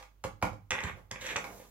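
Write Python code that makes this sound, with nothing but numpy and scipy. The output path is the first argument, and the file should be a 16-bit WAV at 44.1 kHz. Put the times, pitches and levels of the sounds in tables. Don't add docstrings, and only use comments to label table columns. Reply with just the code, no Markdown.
import sys
import numpy as np
from scipy import signal
from scipy.fft import rfft, irfft, next_fast_len
from scipy.io import wavfile
from scipy.ndimage import uniform_filter1d, map_coordinates

SR = 44100
rng = np.random.default_rng(int(sys.argv[2]) if len(sys.argv) > 2 else 0)


def waveform_to_disk(signal):
    frames = np.transpose(np.atleast_2d(signal))
    scaled = np.clip(frames, -1, 1) * 32767
    samples = np.round(scaled).astype(np.int16)
    wavfile.write(sys.argv[1], SR, samples)


def ratio(d):
    e = np.asarray(d, float) / 20
    return 10 ** e


N = 74970
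PAD = SR // 10
TIME = (np.arange(N + PAD) - PAD) / SR


def colour(x, points):
    n = next_fast_len(x.shape[-1] + 4096)
    hz, db = np.array(points, float).T
    f = np.arange(n // 2 + 1) * SR / n
    gain = ratio(np.interp(np.log(f + 1), np.log(hz), db))
    return irfft(rfft(x, n) * gain, n)[..., :x.shape[-1]]


def unit(x):
    return x / np.sqrt(np.mean(x ** 2))


def decay(t, t60):
    return np.exp(-np.log(1000) * t / t60)


def add(out, x, s):
    i = int(round(s * SR)) + PAD
    out[i:i + len(x)] += x[:len(out) - i]


def swell(s, db):
    return ratio(np.interp(TIME, s, db, -200, -200))


def ring(modes, favour_hz=None, damp=0.53):
    scatter_db, detune, favour_octaves, contact_s = 1.5, .008, .7, 0.00087
    hz, db, t60 = np.array(modes, float).T[:, :, None]
    t = np.arange(SR // 3) / SR
    chance = rng.standard_normal((len(hz), 2))
    hz = hz * (1 + detune * chance[:, :1])
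    gain = ratio(db + scatter_db * chance[:, 1:])
    gain = gain * (-1.) ** np.arange(len(hz))[:, None]
    if favour_hz:
        gain = gain / (1 + (np.log2(hz / favour_hz) / favour_octaves) ** 2)
    build_up = 1 - np.exp(-t / contact_s)
    fade = decay(t, np.clip(t60 * damp, .001, .2)) * build_up
    return (gain * np.sin(2 * np.pi * hz * t) * fade).sum(0) / 2


def crack(t60):
    t = np.arange(SR // 3) / SR
    return rng.standard_normal(len(t)) * decay(t, t60) * (1 - np.exp(-t / 0.00007))


def pair(n):
    alike_hz = 308
    mid, side = rng.standard_normal((2, n))
    side = colour(side, [(alike_hz / 6, -14), (alike_hz, -5), (alike_hz * 3, 0)])
    return np.array([mid + side, mid - side])


# f/Hz, rms level/dB
HUM = [(49.6, -66), (100, -77)]
# f/Hz, density/dB per Hz
FLOOR = [(30, -8.5), (60, -12), (120, -16.5), (300, -27), (1000, -28), (3000, -37.5), (8000, -51),
         (16000, -35.5)]


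def background():
    hiss_db = -72.5
    sway_db = unit(uniform_filter1d(rng.standard_normal(len(TIME)), 6000))
    hum = 0
    for hz, db in HUM:
        hum = hum + ratio(db + 3.5 + sway_db) * np.sin(2 * np.pi * hz * TIME + 0.5)
    return hum + ratio(hiss_db) * unit(colour(pair(len(TIME)), FLOOR))


# f/Hz, level/dB, T60/s
DESK = [(171, -5.5, 0.096), (288.3, -6.5, 0.09), (440, -5, 0.026), (527.1, -1, 0.086), (652, -12, 0.072),
        (806.3, -2.5, 0.056), (960, -1.5, 0.024), (1048, -5.5, 0.039), (1145, -4.5, 0.04),
        (1422, -10.5, 0.05), (1565, -12, 0.026), (1730, -30, 0.047), (2240, 5, 0.022), (2860, -16, 0.04)]
# t/s, level/dB,
# favoured f/Hz, crack level/dB
KNOCKS = [(-.03, -37, 1000, -2), (.010, -52, 670, -9), (0.026, -44, 1620, -3.5), (0.239, -29.5, 1000, -4),
          (0.2461, -30, 470, -10), (.255, -38.5, 865, -29), (0.416, -42, 900, -8.5),
          (0.425, -18, 1110, -10.5), (0.428, -26.5, 1200, -16), (.434, -28, 293, -26.5),
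          (0.441, -29, 900, -37), (0.449, -36, 610, -38), (0.463, -35, 710, -12), (.53, -44, 640, -10),
          (1.222, -45.5, 440, -30), (1.245, -47, 475, -30), (1.296, -47.5, 500, -30),
          (1.4418, -36, 2000, -4), (1.4469, -36.5, 1105, -14), (1.597, -46.5, 520, -32)]


def mouse():
    out = np.zeros(len(TIME))
    for s, db, hz, crack_db in KNOCKS:
        snap = colour(crack(0.028), [(300, -11), (1200, 12.0), (3500, 1.0), (8000, -8.5), (16000, -18)])
        blow = ring(DESK, hz, damp=.7) * 2 + ratio(crack_db) * snap
        add(out, ratio(db) * blow, s)
    return out


# f/Hz, level/dB, T60/s
THUMP_MODES = [(53.7, -8, 0.058), (93.7, 0.5, 0.13), (185, -1.5, 0.1)]
# t/s, level/dB
THUMPS = [
    (0.243, -43.5),
    (0.427, -33.5),
    (0.721, -47),
    (0.841, -37.5),
    (0.854, -44),
    (0.893, -69),
    (1.116, -47),
    (1.134, -73),
    (1.36, -50.5),
]


def thumps():
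    out, contact = np.zeros(len(TIME)), np.hanning(200)
    for s, db in THUMPS:
        blow = np.convolve(ring(THUMP_MODES), contact / contact.sum())
        add(out, ratio(db) * 3 * blow, s)
    return out


# f/Hz, level/dB, T60/s
PLUG = [(1200, 1.5, 0.0086), (1574, -3, 0.035), (1945, 3.5, 0.034), (2132, -0.5, 0.039), (2370, 1, 0.021),
        (2640, 9, 0.013), (3370, 1, 0.016), (3600, 1.5, 0.012)]
PLUG_BRIGHT = [(4750, -18, 0.00363), (5950, -17, 0.004), (6260, 13.5, 0.0061), (6420, 2, 0.0032),
               (7320, 12.5, 0.0056), (9600, -5.5, 0.0018), (13000, -23, .003)]
# t/s, level/dB, bright ring level/dB, desk level/dB
TICKS = [(0.7068, -21, -5, 0.5), (0.711, -29, 0.5, -2), (0.7182, -17.5, -10.5, -3.5),
         (0.7284, -33.5, -30, 11), (0.7398, -30.5, -22, 8), (.7525, -28, -23, -2), (.782, -35, -32, 11),
         (0.788, -27, -37, -12), (.795, -43, -12, -8), (0.805, -33.5, -7, 2), (.8375, -32, 0, 0),
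         (.878, -36, -16, 4), (0.896, -35.5, -20, 10.5), (1.113, -31.5, 4.5, -17), (1.119, -46.5, -7.5, 16),
         (1.159, -35, -30, 3), (1.2415, -43.5, -4, 8), (1.2605, -36, -15, -21), (1.266, -31.5, -3.5, -0.5),
         (1.291, -38, -18, -10), (1.299, -35, -12, 8), (1.313, -50, -17, -11), (1.324, -44, -13, -8),
         (1.3587, -23.5, -18, 4), (1.3632, -26.5, 1.5, -16), (1.373, -45, -21, 17.5),
         (1.380, -50.5, -15, 28.5), (1.3675, -25, -22, 7.5)]


def plug():
    out = np.zeros(len(TIME))
    for s, db, bright_db, desk_db in TICKS:
        tick = colour(crack(0.014), [(1500, 5), (3800, 7), (5000, 0.5), (6300, 5), (8000, -3.5), (15000, -20.5)])
        bright = 0.62 * ring(PLUG_BRIGHT) + 0.55 * tick
        desk = ring(DESK, 1335, 0.26) * 2
        add(out, ratio(db) * (ring(PLUG) + ratio(bright_db) * bright + ratio(desk_db) * desk), s)
    return out


# t/s, force level/dB, bright level/dB
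DRAG = [
    [(.709, -100, -14), (.725, -46, -52), (.78, -54, -22), (.83, -49.5, -31), (.885, -49.5, -19),
     (.915, -68, -20), (.94, -107, -34)],
    [(1.11, -55.5, -41), (1.13, -58, -28), (1.17, -63.5, -34), (1.203, -63, -30)],
    [(1.2, -75, -12), (1.214, -50.5, 3.5), (1.225, -54.5, -11), (1.24, -53, -17), (1.266, -45.5, -9),
     (1.28, -51, -12), (1.305, -44, -13), (1.33, -58, -11), (1.357, -74, -25)],
    [(1.36, -90, 13), (1.385, -99, -23), (1.43, -84, -11), (1.50, -108, 17), (1.6, -67, -19),
     (1.66, -89, 13)],
]
DRAG_DESK_DB = [2, 3.5, -7.5, -12]
# f/Hz, level/dB
SHEATH = [(700, -25.5), (1400, 0.5), (1900, 7), (2400, 6), (2900, 0.5), (3600, -5.5), (4600, -29)]


def drag():
    grains_per_s, grain_scatter_db = 4700, 3
    force, low, bright = np.zeros((3, len(TIME)))
    for rows, desk_db in zip(DRAG, DRAG_DESK_DB):
        s, db, bright_db = np.array(rows, float).T
        force = force + swell(s, db)
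        low = low + swell(s, db + desk_db)
        bright = bright + swell(s, db + bright_db)
    chance, size, sign = rng.random((3, len(TIME)))
    grain_db = np.minimum(-grain_scatter_db * np.log(size), 11)
    grains = unit((chance < grains_per_s / SR) * ratio(grain_db) * np.sign(sign - .5))
    desk_ring = ring(DESK, 1270, 0.09)
    desk_ring = desk_ring / np.sqrt(np.sum(desk_ring ** 2))
    desk = signal.fftconvolve(grains * low, desk_ring)[:len(TIME)]
    fizz = colour(grains * bright, [(2500, 1.5), (3600, 15), (5000, 4.0), (7500, 5.5), (9500, -5.5), (15000, -14)])
    return colour(grains * force, SHEATH) * 3 + desk + fizz


# t/s, hiss level/dB, desk murmur level/dB
RUB = [(.9, -104, -83), (0.972, -75, -58), (1.05, -94, -80.5), (1.15, -93, -85), (1.232, -59, -68),
       (1.3, -78, -54.5), (1.4, -66.5, -54), (1.472, -65, -54.5), (1.548, -63.5, -58.5),
       (1.6, -64.5, -64.5), (1.663, -72.5, -66), (1.7, -70, -77)]


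def rub():
    s, hiss_db, low_db = np.array(RUB, float).T
    skin, wood = rng.standard_normal((2, len(TIME)))
    flutter = ratio(0.97 * unit(uniform_filter1d(rng.standard_normal(len(TIME)), 700)))
    hiss = unit(colour(skin, [(1125, -10), (4500, -1), (9000, -3), (14000, -1)]))
    low = unit(colour(wood, [(80, -12), (155, -1), (250, -6), (450, 0), (900, -3), (3000, -20), (8000, -45)]))
    return hiss * swell(s, hiss_db) + flutter * low * swell(s, low_db)


# f/Hz, T60/s
ROOM_T60 = [(60, 0.65), (200, 0.37), (500, 0.19), (1500, 0.25), (4000, 0.22), (12000, 0.19)]


def room():
    gap_s = .004
    fine_hz, broad_hz = 70, 900
    t = np.arange(SR * 2 // 3) / SR
    f, t60 = np.array(ROOM_T60).T
    noise, tail = pair(len(t)), 0
    for hz in 40 * 2. ** np.arange(9):
        band = colour(noise, [(hz / 2, -40), (hz / 1.4, -3), (hz, 0), (hz * 1.4, -3), (hz * 2, -40)])
        tail = tail + band * decay(t, np.interp(np.log(hz), np.log(f), t60))
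    tail = tail * np.clip(t / gap_s - .5, 0, 1)
    spec = rfft(tail, SR)
    fine, broad = (uniform_filter1d(np.abs(spec) ** 2, width) for width in (fine_hz, broad_hz))
    tail = irfft(spec * np.sqrt(broad / fine), SR)[:, :len(t)]
    return tail / np.sqrt(np.sum(tail ** 2) / 2)


# f/Hz, level/dB
ROOM_COLOUR = [(100, 2.5), (500, 2), (1200, 4.5), (2100, 5.5), (3200, 2.5), (5000, 3), (8000, 2),
               (13000, 9)]
# f/Hz, right above left/dB
RIGHT = [(100, 5.5), (1000, 3), (3000, 4), (6000, 3.5), (14000, 1)]


def scene():
    room_db, left_lag_s = -5.5, 0.00007
    plug_room_db = -3.5
    echoes, quiet = room(), background()
    far = mouse() + thumps() + drag() + rub()
    near = plug()
    direct = far + near
    sent = colour(far + ratio(plug_room_db) * near, ROOM_COLOUR)
    wet = signal.fftconvolve(sent[None], echoes, axes=1)[:, :len(direct)]
    late = map_coordinates(direct, [np.arange(len(direct)) - left_lag_s * SR])
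    left, right = np.array([late, direct]) + ratio(room_db) * wet + quiet
    half = np.array(RIGHT) * [1, .5]
    return np.array([colour(left, half * [1, -1]), colour(right, half)])[:, PAD:]


def band_limit(x):
    return signal.sosfilt(signal.butter(12, 16770, fs=SR, output="sos"), x)


# f/Hz, level/dB
MIC = [(30, -13), (48, 4), (300, 5), (2000, -0.45), (5000, 4), (6500, 9.5), (9000, 4), (15000, 1.5)]


def record(dry):
    top_hz = 15750
    top_cut = signal.ellip(6, .3, 35, top_hz, fs=SR, output="sos")
    return band_limit(signal.sosfilt(top_cut, colour(dry, MIC)))


dry = scene()
out = record(dry)
waveform_to_disk(out)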